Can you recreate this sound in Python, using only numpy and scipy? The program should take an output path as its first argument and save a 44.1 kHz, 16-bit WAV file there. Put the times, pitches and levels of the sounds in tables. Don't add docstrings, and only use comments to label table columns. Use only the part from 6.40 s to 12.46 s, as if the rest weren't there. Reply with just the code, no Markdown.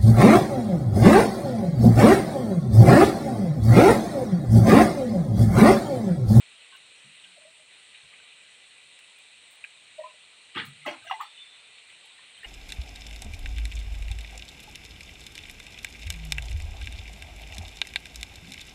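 import sys
import numpy as np
from scipy import signal
from scipy.fft import rfft, irfft
from scipy.io import wavfile
from scipy.ndimage import uniform_filter1d

SR = 44100
rng = np.random.default_rng(int(sys.argv[2]) if len(sys.argv) > 2 else 0)


def wav_record(signal):
    frames = np.transpose(np.atleast_2d(signal))
    bounded = np.clip(frames, -1, 1)
    quanta = np.round(bounded * 32767).astype(np.int16)
    wavfile.write(sys.argv[1], SR, quanta)


def decibels_to_gain(level_db):
    exponent = np.asarray(level_db, float) / 20
    return 10 ** exponent


N = 267246

# pitch_hz, level_db (per Hz)
FAR_WATER = [(18, -65), (40, -34), (90, -18), (380, -18.5), (430, -13), (500, -13), (620, -13.5),
             (1000, -14), (1750, -10.5), (1900, -7.5), (2000, -0.5), (2120, -15.5), (2400, -91)]
# pitch_hz, level_db (per Hz)
LOW_INSECTS = [(1700, -77), (2150, -6.5), (2350, 0), (3050, -1.5), (3350, -5.5), (3800, -2.5), (4300, -6.5),
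               (4600, -17.5), (5000, -21), (6300, -21.5), (7300, -17), (7900, -99)]
# pitch_hz, level_db (per Hz)
CICADAS = [(6800, -89), (7400, -16.5), (7700, -11), (8800, -8.5), (9200, -16.5), (9500, -22.5),
           (10500, -28.5), (11000, -40.5), (12300, -45.5), (13600, -55), (14900, -38), (15750, -43),
           (15850, -92)]
# time_s, level_db
RUBBING = [(0, -51), (.5, -53), (.8, -52), (1.0, -55.5), (1.28, -56), (1.34, -53), (1.62, -52.5),
           (2.75, -54.5), (3.3, -53.5), (4.1, -54), (4.92, -51.5), (5.25, -52.5), (6.06, -51.5)]
# pitch_hz, share_0_to_1
RUBBING_SHARE = [(900, 0.18), (1400, 0.85), (2200, 0.84), (4200, 0.7), (5500, 0), (9000, 0.33)]
YARD_DB, PATCHY_DB = -53, 1.25
SWELL_DB, SWELL_S, SWELL_TOP_S, TIRE_DB_PER_S = 0.7, 1.75, 1.0, -.25

CRICKET_STARTS = [.034, .216, .606, .75, .832, .959, 1.059, 1.097, 1.226, 1.332, 1.69, 1.813, 1.859, 1.93,
                  2.014, 2.278, 2.406, 2.46, 2.909, 3.293, 3.558, 3.787, 4.517, 4.914, 4.957, 5.096, 5.149,
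                  5.281, 5.455, 5.905]
CRICKET_HZ, CRICKET_DB, CRICKET_UNEVEN_DB = 12300, -81, 1

# start_s, boom_db, gulp_db
SLOSHES = [
    (0.309, -86, -93),
    (4.148, -45.5, -46),
    (4.455, -64, -49),
    (5.479, -76, -77),
    (5.97, -72, -83),
]
# pitch_hz, width_hz, level_db
BUCKET_BOOM = [(94, 35, -2.5), (139, 40, 0), (195, 70, -2.5)]
# pitch_hz, width_hz, level_db
CUP_AIR = [(255, 110, 4), (322, 16, 4), (330, 34, 1)]
SLOSH_RISE_S, BOOM_T60_S, GULP_T60_S = 0.019, 0.53, 0.3

# start_s, rise_s, hold_s, level_db, t60_s
SPLASHES = [
    (4.144, 0.03, 0.025, -30, 0.22),
    (4.459, 0.0073, 0.023, -33, 0.27),
    (4.656, 0.015, 0.052, -44.5, 0.091),
    (4.704, 0.0093, .002, -32, 0.15),
    (4.795, 0.018, 0.0016, -33.5, 0.15),
    (6.029, 0.017, .003, -41, .15),
    (0.316, 0.012, 0.025, -53, 0.096),
]
# pitch_hz, width_hz, level_db
PLUNGE_RINGS = [(820, 32, -11), (1190, 18, -4.5), (1610, 43, -4), (1960, 52, -6), (2290, 140, -6.5),
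                (2850, 35, -5), (3080, 18, -14), (3270, 38, -8.5), (3450, 52, -5.5), (3780, 23, -8),
                (4290, 79, -22)]
FILL_RINGS = [(620, 35, -4), (814, 55, -3), (1096, 39, -6.5), (1270, 31, -9), (1660, 300, -11),
              (2010, 50, -5.5), (2110, 39, -6), (2600, 43, -7), (2850, 100, -8.5), (3300, 67, -8.5),
              (4360, 45, -12), (5130, 25, -37)]
LIFT_RINGS = [(710, 18, 3), (1600, 39, -4), (2010, 72, -2.5), (2400, 140, -11), (2800, 60, 1),
              (2930, 28, -3), (3320, 16, -2), (3550, 48, -12), (3890, 56, -42), (5860, 50, -28)]
DRAIN_RINGS = [(885, 46, 1), (1200, 78, -3), (1910, 190, -9.5), (2430, 140, -12), (2890, 58, -6),
               (3380, 130, -13.5), (4740, 19, -27), (5600, 63, -41)]
POUR_RINGS = [(456, 34, 0), (1970, 550, 0), (2320, 81, -15), (2520, 95, -17), (2850, 81, 4.5),
              (3400, 33, -20)]
SUDS_RINGS = [(1076, 22, -3), (1522, 17, -4), (1980, 56, -23), (2940, 60, -3), (4100, 31, -13)]
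SPLASH_RINGS = [PLUNGE_RINGS, FILL_RINGS, LIFT_RINGS, LIFT_RINGS, DRAIN_RINGS, POUR_RINGS, SUDS_RINGS]
SPLASH_FOAM = [0.54, 0.55, 0.4, 0.36, 0.38, 0.31, 0.29]

# start_s, level_db, pitch_hz, t60_ms
DRIPS = [(.322, -52, 1068, 100), (.328, -52, 1540, 97), (.332, -49, 3068, 30), (.348, -51, 1523, 80),
         (.351, -41, 2840, 30), (.367, -49, 2940, 25), (.852, -57.5, 1565, 96), (1.726, -54.5, 1200, 36),
         (1.737, -57, 2020, 43), (1.798, -52.5, 1530, 40), (3.2403, -26.5, 2480, 10),
         (3.2431, -33, 2400, 14), (3.2463, -33, 2420, 12), (3.243, -47.5, 1626, 134), (5.64, -58, 790, 34),
         (5.658, -54, 850, 29), (5.782, -52, 1830, 120), (5.79, -52.5, 1030, 23), (5.977, -43, 3080, 30)]
DRIP_CYCLES, DRIP_GLIDE = 3.7, 0.019

# start_s, level_db, t60_s, fineness_db (top band over middle, middle over low)
FIZZES = [(.345, -82, .1, 11), (.364, -68, .02, 8), (2.422, -87, .04, 11), (2.59, -72, .05, 6),
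          (2.787, -61, .015, 1), (3.109, -74, .06, 11), (3.128, -74, .08, 11), (3.15, -74, .05, 11),
          (3.58, -93, .4, 8), (4.165, -70.5, .17, 1), (4.253, -49.5, 0.013, 6), (4.261, -56.5, 0.098, 4),
          (4.458, -58.5, 0.19, 2), (4.642, -79, .3, 11), (4.703, -63, .07, 7), (4.747, -81, .1, 11),
          (4.8085, -55, .012, 11), (4.812, -65, 0.11, 13), (5.494, -85, .06, 11), (5.657, -70, .06, -9),
          (5.752, -88, .04, 13), (5.986, -64, 0.024, 3), (6.035, -78, .1, 11)]
# pitch_hz, width_hz, level_db
FIZZ_BANDS = [(10800, 770, 2), (12900, 2900, -8), (15150, 1500, -3)]
SPILL_HZ, SPILL_WIDTH_HZ, SPILL_DB = 7200, 5100, 2.5

# start_s, level_db, t60_s, centre_hz
SHIMMERS = [(.364, -66, .046, 12300), (.55, -71, 0.9, 5800), (3.109, -65, .06, 12900),
            (3.241, -65, .03, 12800), (4.415, -49.5, 0.36, 2110), (4.424, -52, 0.14, 2380),
            (4.494, -53, 0.17, 4800), (4.51, -52.5, 0.11, 5700), (4.674, -57, .15, 6000),
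            (4.809, -50.5, 0.079, 7300), (6.033, -65, .05, 12900)]
# start_s, level_db, t60_s, centre_hz
SLAPS = [(.37, -58, .04, 6250), (.845, -44, .04, 2850), (2.59, -47, 0.032, 2400), (2.59, -51, .02, 7960),
         (1.311, -53, 0.22, 2340), (1.545, -44.5, 0.17, 2800), (1.737, -44, 0.065, 2450),
         (2.242, -47, 0.043, 2700), (3.246, -39.5, 0.038, 2270), (4.148, -55, .04, 1400),
         (4.25, -69, 0.092, 5800), (4.465, -52.5, 0.31, 5500), (5.384, -46.5, 0.041, 2820),
         (5.502, -46, 0.052, 2940), (5.987, -49, .023, 2600), (4.16, -39, 0.28, 2600)]
SHIMMER_WIDTH, SLAP_WIDTH = 0.083, 0.43

# start_s, level_db, pitch_hz, t60_ms, pitch_rise_share
THUMPS = [(.635, -58, 124, 280, 0.42), (0.66, -66, 200, 210, 0.6), (0.63, -64.5, 200, 360, 0.027),
          (0.81, -69.5, 185, 860, -0.08), (1.628, -63.5, 100, 140, -.14), (1.632, -65.5, 147, 180, .05),
          (4.215, -49.5, 152, 300, -.12), (4.268, -44.5, 136, 200, 0.03), (4.36, -61.5, 150, 270, 0.08),
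          (4.15, -62, 82, 200, 0.086), (5.98, -71, 62, 410, .02), (1.63, -68, 80, 250, -.2),
          (1.775, -80, 69, 190, 0.017)]
# start_s, level_db, pitch_hz, t60_ms, pitch_rise_share
GULPS = [(4.16, -37.5, 335, 75, 0.016), (4.156, -38, 185, 80, 0.12), (4.16, -49, 471, 260, -0.047),
         (4.172, -41.5, 111, 130, 0.6), (4.222, -49, 215, 130, 0.086), (4.475, -45, 326, 90, .03),
         (4.474, -43, 392, 100, -0.032), (4.505, -45.5, 318, 160, 0.041), (4.545, -57, 258, 150, .01),
         (4.548, -63, 330, 180, -0.12), (4.4, -58.5, 145, 310, 0.11), (4.48, -60, 146, 100, -0.11),
         (4.611, -65, 100, 170, .2), (4.66, -67, 92, 310, -0.05), (4.75, -67, 400, 250, .01)]
# start_s, level_db, pitch_hz, t60_ms, pitch_rise_share
CLOSING_POCKETS = [(4.225, -54, 1200, 280, .16), (4.248, -58, 4200, 260, 0.032),
                   (4.255, -55, 1200, 110, .05), (4.17, -50, 4330, 200, 0.019), (4.18, -47, 830, 170, 0.01),
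                   (4.525, -49.5, 1000, 140, 0.098), (4.548, -50, 920, 81, .03),
                   (4.56, -59, 820, 110, 0.038), (4.52, -52, 1400, 130, .03)]
THUMP_RISE = 0.088

# start_s, level_db,
# pitch_hz, t60_ms, pitch_rise_share
STRIKES = [(4.709, -19.5, 987, 21, -0.027), (4.7105, -24, 773, 69, -0.011), (4.802, -26.5, 1035, 45, 0.2),
           (6.0316, -37, 1860, 21, -0.00096), (.8408, -39, 2850, 12, .01), (.8448, -44, 3000, 16, .02),
           (.8482, -45, 2900, 18, .02), (4.147, -41, 2880, 25, 0.025), (4.149, -43, 1186, 90, 0.057),
           (4.459, -34.5, 271, 40, 0.05)]
STRIKE_CYCLES = 2.4

# start_s, level_db, pitch_hz, t60_ms
KNOCKS = [(.96, -55, 695, 37), (.972, -50, 589, 68), (1.006, -60.5, 630, 160), (1.045, -48, 599, 54),
          (1.068, -52, 645, 95), (1.19, -58.5, 620, 77), (3.5786, -38.5, 626, 27), (3.585, -33, 622, 25),
          (3.586, -51, 953, 60), (3.611, -53, 957, 45), (3.6022, -35, 604, 38), (3.6075, -40, 603, 28),
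          (3.617, -44, 651, 43), (3.634, -42, 620, 70), (3.633, -35.5, 1003, 79), (3.651, -42.5, 1016, 81),
          (3.661, -50.5, 620, 58), (3.679, -50.5, 1020, 70), (3.699, -52, 1010, 36), (3.69, -58, 600, 110),
          (3.735, -60, 610, 80), (3.595, -52, 1910, 22), (3.611, -53, 1862, 22), (3.629, -55, 1841, 60),
          (3.652, -59, 1270, 140)]
KNOCK_RISE_MS = 12.7

# start_s, level_db, pitch_hz, t60_ms
PLUNGE_POCKETS = [(4.16, -33, 2180, 37), (4.164, -31, 3240, 35), (4.165, -37.5, 860, 57),
                  (4.166, -32.5, 1164, 61), (4.167, -35, 2650, 35), (4.168, -36, 3010, 35),
                  (4.171, -31.5, 1547, 62), (4.172, -33, 1916, 47), (4.175, -34, 2094, 35),
                  (4.176, -31, 3477, 35), (4.18, -39, 2770, 57), (4.18, -46, 1200, 38),
                  (4.184, -41, 3165, 35), (4.186, -33, 1528, 35), (4.187, -41, 3875, 35),
                  (4.191, -38, 2160, 35), (4.193, -35, 2424, 35), (4.194, -34, 1894, 35),
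                  (4.196, -37, 3003, 35), (4.198, -44, 3380, 47), (4.201, -44, 835, 35),
                  (4.201, -39, 1605, 32), (4.203, -37, 2870, 35), (4.207, -44, 3466, 97),
                  (4.21, -40, 2530, 37), (4.211, -47, 1160, 35), (4.213, -33, 1730, 40),
                  (4.214, -43, 3240, 35), (4.222, -50, 2880, 77), (4.223, -41, 2320, 32),
                  (4.229, -42, 1690, 35), (4.239, -40, 2230, 35)]
# start_s, level_db, pitch_hz, t60_ms
FILL_POCKETS = [(4.449, -35, 1270, 57), (4.457, -33, 833, 31), (4.459, -29, 1985, 35),
                (4.46, -39, 2910, 35), (4.462, -34, 1060, 47), (4.463, -42, 1704, 35),
                (4.466, -42, 3143, 57), (4.468, -32, 2590, 38), (4.472, -41, 1630, 87),
                (4.472, -41, 2930, 100), (4.475, -25, 592, 110), (4.477, -45, 3320, 35),
                (4.48, -36, 830, 33), (4.481, -36, 2487, 35), (4.481, -43, 3154, 37),
                (4.482, -34.5, 2204, 87), (4.483, -35, 2740, 35), (4.489, -43, 1636, 37),
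                (4.491, -43, 3208, 67), (4.5, -44, 2010, 37), (4.504, -44, 2860, 35), (4.505, -48, 613, 35),
                (4.505, -43, 2508, 35), (4.526, -43.5, 699, 35)]
POCKET_RISE_MS, POCKET_GLIDE = 7, 0.0093

# start_s, level_db, pitch_hz, t60_ms
CLANKS = [(4.62, -52, 1560, 64), (4.64, -50, 1270, 60), (4.645, -51.5, 660, 100), (4.671, -40, 1610, 92),
          (4.685, -41, 2800, 25), (4.697, -30, 1270, 38), (4.712, -32.5, 1970, 37), (4.72, -32, 1103, 36),
          (4.708, -36.5, 1630, 60), (4.712, -27, 2836, 35), (4.734, -33.5, 873, 120),
          (4.74, -39.5, 2010, 60), (4.789, -39, 955, 60), (4.807, -28.5, 1217, 34), (4.802, -41, 1798, 32),
          (4.81, -36.5, 872, 64), (4.83, -48, 1144, 60), (4.821, -42, 825, 110), (4.847, -48, 1316, 81),
          (4.977, -47, 2960, 150), (6.047, -44, 2030, 50), (6.034, -52, 462, 100), (6.044, -32.5, 2880, 55),
          (6.045, -50, 804, 130)]
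CLANK_CYCLES = 6.1

# start_s, level_db, rise_s, t60_s, pitch_hz
CUP_RINGS = [(4.68, -61.5, .02, 0.3, 5690), (4.805, -57.5, 0.013, 0.38, 4460),
             (4.82, -64, 0.012, 0.17, 5540), (4.81, -56.5, 0.031, 1.15, 3550),
             (4.96, -50, 0.044, 0.51, 3550), (5.08, -59.5, 0.071, 0.96, 3550)]
RIM_BLUR, RIM_STEADY = 30, 0.53

# pitch_hz, t60_s
PORCH_DECAY = [(200, 0.11), (1000, 0.18), (4000, 0.095), (12000, 0.12)]
PORCH_DB = -14.5

DUCK_FROM_DB, DUCK_SHARE, RECOVER_DB_PER_S, DUCK_BELOW_HZ = -50.5, 0.095, 54, 1500
EDGE_HZ = 15830


def evened(x):
    return x / np.sqrt(np.mean(x ** 2) + 1e-20)


def read(points, hz):
    f, value = np.transpose(points)
    return np.interp(np.log(hz + 1), np.log(f + 1), value)


def add(mix, s, sound):
    part = mix[round(s * SR):][:len(sound)]
    part += sound[:len(part)]


def envelope(t, rise, hold, db, t60):
    fall_s = np.maximum(t - rise - hold, 0)
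    return np.clip(t / rise, 0, 1) * decibels_to_gain(db - 60 * fall_s / t60)


def band(x, lo_hz, hi_hz):
    return signal.sosfilt(signal.butter(3, [lo_hz, hi_hz], "bandpass", fs=SR, output="sos"), x)


def body(x, modes):
    out = 0
    for k, (hz, width, db) in enumerate(modes):
        ring = signal.lfilter(*signal.iirpeak(hz, hz / max(width, 10), SR), x)
        out = out + (-1) ** k * decibels_to_gain(db) * ring
    return out


def droplets(length, per_s, spread_db):
    hit, size, sign = rng.random((3, length))
    strength = decibels_to_gain(-spread_db * np.log(size + 0.013))
    return evened((hit < per_s / SR) * strength * np.sign(sign - .5))


def yard():
    frames, hz = N // 128 + 5, np.fft.rfftfreq(512, 1 / SR)
    t = np.arange(frames) * 128 / SR
    a, b, patches = rng.standard_normal((frames, 257, 3)).T
    patches = evened(uniform_filter1d(uniform_filter1d(patches, 6, 0), 22, 1))
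    flicker = evened(uniform_filter1d(rng.exponential(1, frames) - 1, 3))

    s, rub_db = np.transpose(RUBBING)
    rub_db = np.interp(t, s, rub_db - np.median(rub_db)) + 0.21 * flicker
    rub_db = read(RUBBING_SHARE, hz)[:, None] * rub_db
    cicada_db = SWELL_DB * np.cos(2 * np.pi * (t - SWELL_TOP_S) / SWELL_S) + TIRE_DB_PER_S * (t - 2)
    cicada_db = (hz > 7200)[:, None] * cicada_db

    spectra = (a + 1j * b) * decibels_to_gain(PATCHY_DB * patches + rub_db + cicada_db)
    white = signal.istft(spectra, nperseg=512, noverlap=384)[1][:N]
    white = evened(white) + 0.21 * droplets(N, 400, 2.9)
    fine_hz = np.fft.rfftfreq(N, 1 / SR)
    colour = sum(decibels_to_gain(read(layer, fine_hz)) for layer in (FAR_WATER, LOW_INSECTS, CICADAS))
    return decibels_to_gain(YARD_DB) * evened(irfft(rfft(white) * colour, N))


def chirp(s):
    buzz = body(rng.standard_normal(900), [(CRICKET_HZ, 350, 0)])
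    buzz = band(buzz, CRICKET_HZ - 400, CRICKET_HZ + 400)
    db = CRICKET_DB - 10.0 + CRICKET_UNEVEN_DB * rng.standard_normal()
    return s, decibels_to_gain(db) * evened(buzz) * np.hanning(900)


def slosh(s, boom_db, gulp_db):
    t = np.arange(0, .5, 1 / SR)
    settle = 4000
    push, pull = rng.standard_normal((2, len(t) + settle))
    boom = evened(band(body(push, BUCKET_BOOM), 77, 257))[settle:]
    gulp = evened(band(body(pull, CUP_AIR), 223, 550))[settle:]
    boom = envelope(t, SLOSH_RISE_S, 0, boom_db, BOOM_T60_S) * boom
    gulp = envelope(t, SLOSH_RISE_S, 0, gulp_db, GULP_T60_S) * gulp
    return s, (boom + gulp) * np.clip((t[-1] - t) * 10, 0, 1)


def foam(length, rings):
    t, out = np.arange(500) / SR, np.zeros(length)
    for hz, width, db in rings * 3:
        pitch = hz * rng.uniform(0.901, 1.171)
        shape = np.exp(-t * pitch / 4.5) * np.minimum(t * pitch / 1.5, 1)
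        grain = np.sin(2 * np.pi * pitch * t * (1 + 0.84 * t)) * shape
        out += decibels_to_gain(1.67 * db) * signal.oaconvolve(droplets(length, 120, 3.9), evened(grain))[:length]
    return evened(out)


def splash(row, rings, froth):
    s, rise, hold, db, t60 = row
    t = np.arange(0, .35, 1 / SR)
    drops = droplets(len(t), 6000, 2.3)
    churn = (1 - froth) * evened(body(drops, rings)) + froth * foam(len(t), rings)
    churn = band(churn, 0.85 * rings[0][0], 1.29 * rings[-1][0])
    fade_out = np.clip((t[-1] - t) * 20, 0, 1)
    return s, envelope(t, rise, hold, db, t60) * churn * fade_out


def bubble(s, db, hz, rise_ms, t60_ms, glide):
    t_ms = np.arange(0, (rise_ms + t60_ms) / 1000, 1 / SR) * 1000
    swell = np.sin(np.pi / 2 * np.clip(t_ms / rise_ms, 0, 1)) ** 2
    pitch = hz * (1 + glide * np.clip(t_ms / (rise_ms + t60_ms / 3), 0, 1))
    smooth = np.hanning(round(max(500, 10 * SR / hz)))
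    tremble = evened(signal.oaconvolve(rng.standard_normal(len(t_ms)), smooth, "same"))
    tremble_db = np.minimum(1 + t_ms / 90, 2.5) * np.tanh(tremble)
    decay = decibels_to_gain(db - 60 * np.maximum(t_ms - rise_ms, 0) / t60_ms)
    return s, swell * decibels_to_gain(tremble_db) * decay * np.sin(2 * np.pi * np.cumsum(pitch) / SR)


def drip(s, db, hz, t60_ms):
    return bubble(s, db, hz, 1000 * DRIP_CYCLES / hz, t60_ms, DRIP_GLIDE)


def spray(s, db, t60, hz, width):
    t, f = np.arange(8192) / SR, np.fft.rfftfreq(8192, 1 / SR)
    drops = droplets(8192, 5000, 3.2)
    crackle = irfft(rfft(drops) * np.exp(-2 * ((f - hz) / width) ** 2))
    onset = np.clip(t * width / 0.6, 0, 1)
    tick = 1 + 0.5 * np.exp(-t / 0.0014)
    shape = onset * tick * decibels_to_gain(-60 * t / max(t60, .01))
    return s, decibels_to_gain(db - 2.5) * evened(crackle * shape) * np.sqrt(np.mean(shape ** 2))


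def fizz(s, db, t60, fine_db):
    spill = spray(s, db - 0.69 * fine_db + SPILL_DB, t60, SPILL_HZ, SPILL_WIDTH_HZ)[1]
    high = 0
    for k, (hz, width, band_db) in enumerate(FIZZ_BANDS):
        high = high + spray(s, db + band_db + (k - 1) * fine_db, t60, hz, width)[1]
    return s, spill + high


def shimmer(s, db, t60, hz):
    return spray(s, db, t60, hz, SHIMMER_WIDTH * hz)


def slap(s, db, t60, hz):
    return spray(s, db, t60, hz, SLAP_WIDTH * hz)


def thump(s, db, hz, t60_ms, glide):
    return bubble(s, db, hz, THUMP_RISE * t60_ms, t60_ms, glide)


def strike(s, db, hz, t60_ms, glide):
    note = bubble(s, db, hz, 1000 * STRIKE_CYCLES / hz, t60_ms, glide)[1]
    return s, band(note, 0.83 * hz, 2.8 * hz)


def knock(s, db, hz, t60_ms):
    return bubble(s, db, hz, KNOCK_RISE_MS, t60_ms, 0)


def pocket(s, db, hz, t60_ms):
    return bubble(s, db - 2.5, hz, POCKET_RISE_MS, t60_ms, POCKET_GLIDE)


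def clank(s, db, hz, t60_ms):
    return bubble(s, db, hz, 1000 * CLANK_CYCLES / hz, t60_ms, 0)


def cup_ring():
    t, out = np.arange(N) / SR, np.zeros(N)
    for s, db, rise, t60, hz in CUP_RINGS:
        mode = [(hz, RIM_BLUR / t60, 0)]
        steady = min(RIM_STEADY * t60, 1)
        rough_tone = evened(body(body(rng.standard_normal(N), mode), mode))
        steady_tone = np.cos(2 * np.pi * hz * t)
        ring = np.sqrt(1 - steady) * rough_tone + np.sqrt(2 * steady) * steady_tone
        out += ring * envelope(t - s, rise, 0, db, t60)
    return out


def porch(x):
    taps = np.zeros(SR // 2)
    at = np.arange(200, SR // 2 - 20, 20)
    taps[at + rng.integers(0, 20, len(at))] = rng.choice([-1., 1.], len(at))
    hz, t, z = signal.stft(taps, SR, nperseg=256)
    decay = decibels_to_gain(-60 * t / read(PORCH_DECAY, hz)[:, None])
    tail = signal.istft(z * decay, SR, nperseg=256)[1]
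    return signal.fftconvolve(x, tail / np.linalg.norm(tail))[:N]


def ducking(near):
    power_db = 10 * np.log10(abs(uniform_filter1d(near ** 2, 400)) + 1e-12)
    fall = np.arange(N) * RECOVER_DB_PER_S / SR
    held_db = np.maximum.accumulate(power_db + fall) - fall
    over_db = np.maximum(held_db - DUCK_FROM_DB, 0)
    return decibels_to_gain(-DUCK_SHARE * uniform_filter1d(over_db, 400))


def scene():
    far, near = yard(), cup_ring()
    for parts in zip(SPLASHES, SPLASH_RINGS, SPLASH_FOAM):
        add(near, *splash(*parts))
    sources = ((thump, THUMPS), (knock, KNOCKS), (clank, CLANKS), (drip, DRIPS), (slap, SLAPS),
               (shimmer, SHIMMERS), (fizz, FIZZES), (slosh, SLOSHES), (chirp, zip(CRICKET_STARTS)),
               (pocket, PLUNGE_POCKETS), (pocket, FILL_POCKETS), (strike, STRIKES),
               (thump, GULPS), (thump, CLOSING_POCKETS))
    for source, table in sources:
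        for row in table:
            add(near, *source(*row))
    low = signal.filtfilt(*signal.butter(2, DUCK_BELOW_HZ, fs=SR), far)
    ducked_far = far - (1 - ducking(near)) * low
    return (near + decibels_to_gain(PORCH_DB) * porch(near) + ducked_far)[None]


def low_pass(x):
    return signal.sosfilt(signal.butter(12, 16740, fs=SR, output="sos"), x)


def record(dry):
    edge = signal.firwin(511, EDGE_HZ, window=("kaiser", 9), fs=SR)
    limited = signal.oaconvolve(dry, edge[None], "same")
    return low_pass(limited)


dry = scene()
out = record(dry)
wav_record(out)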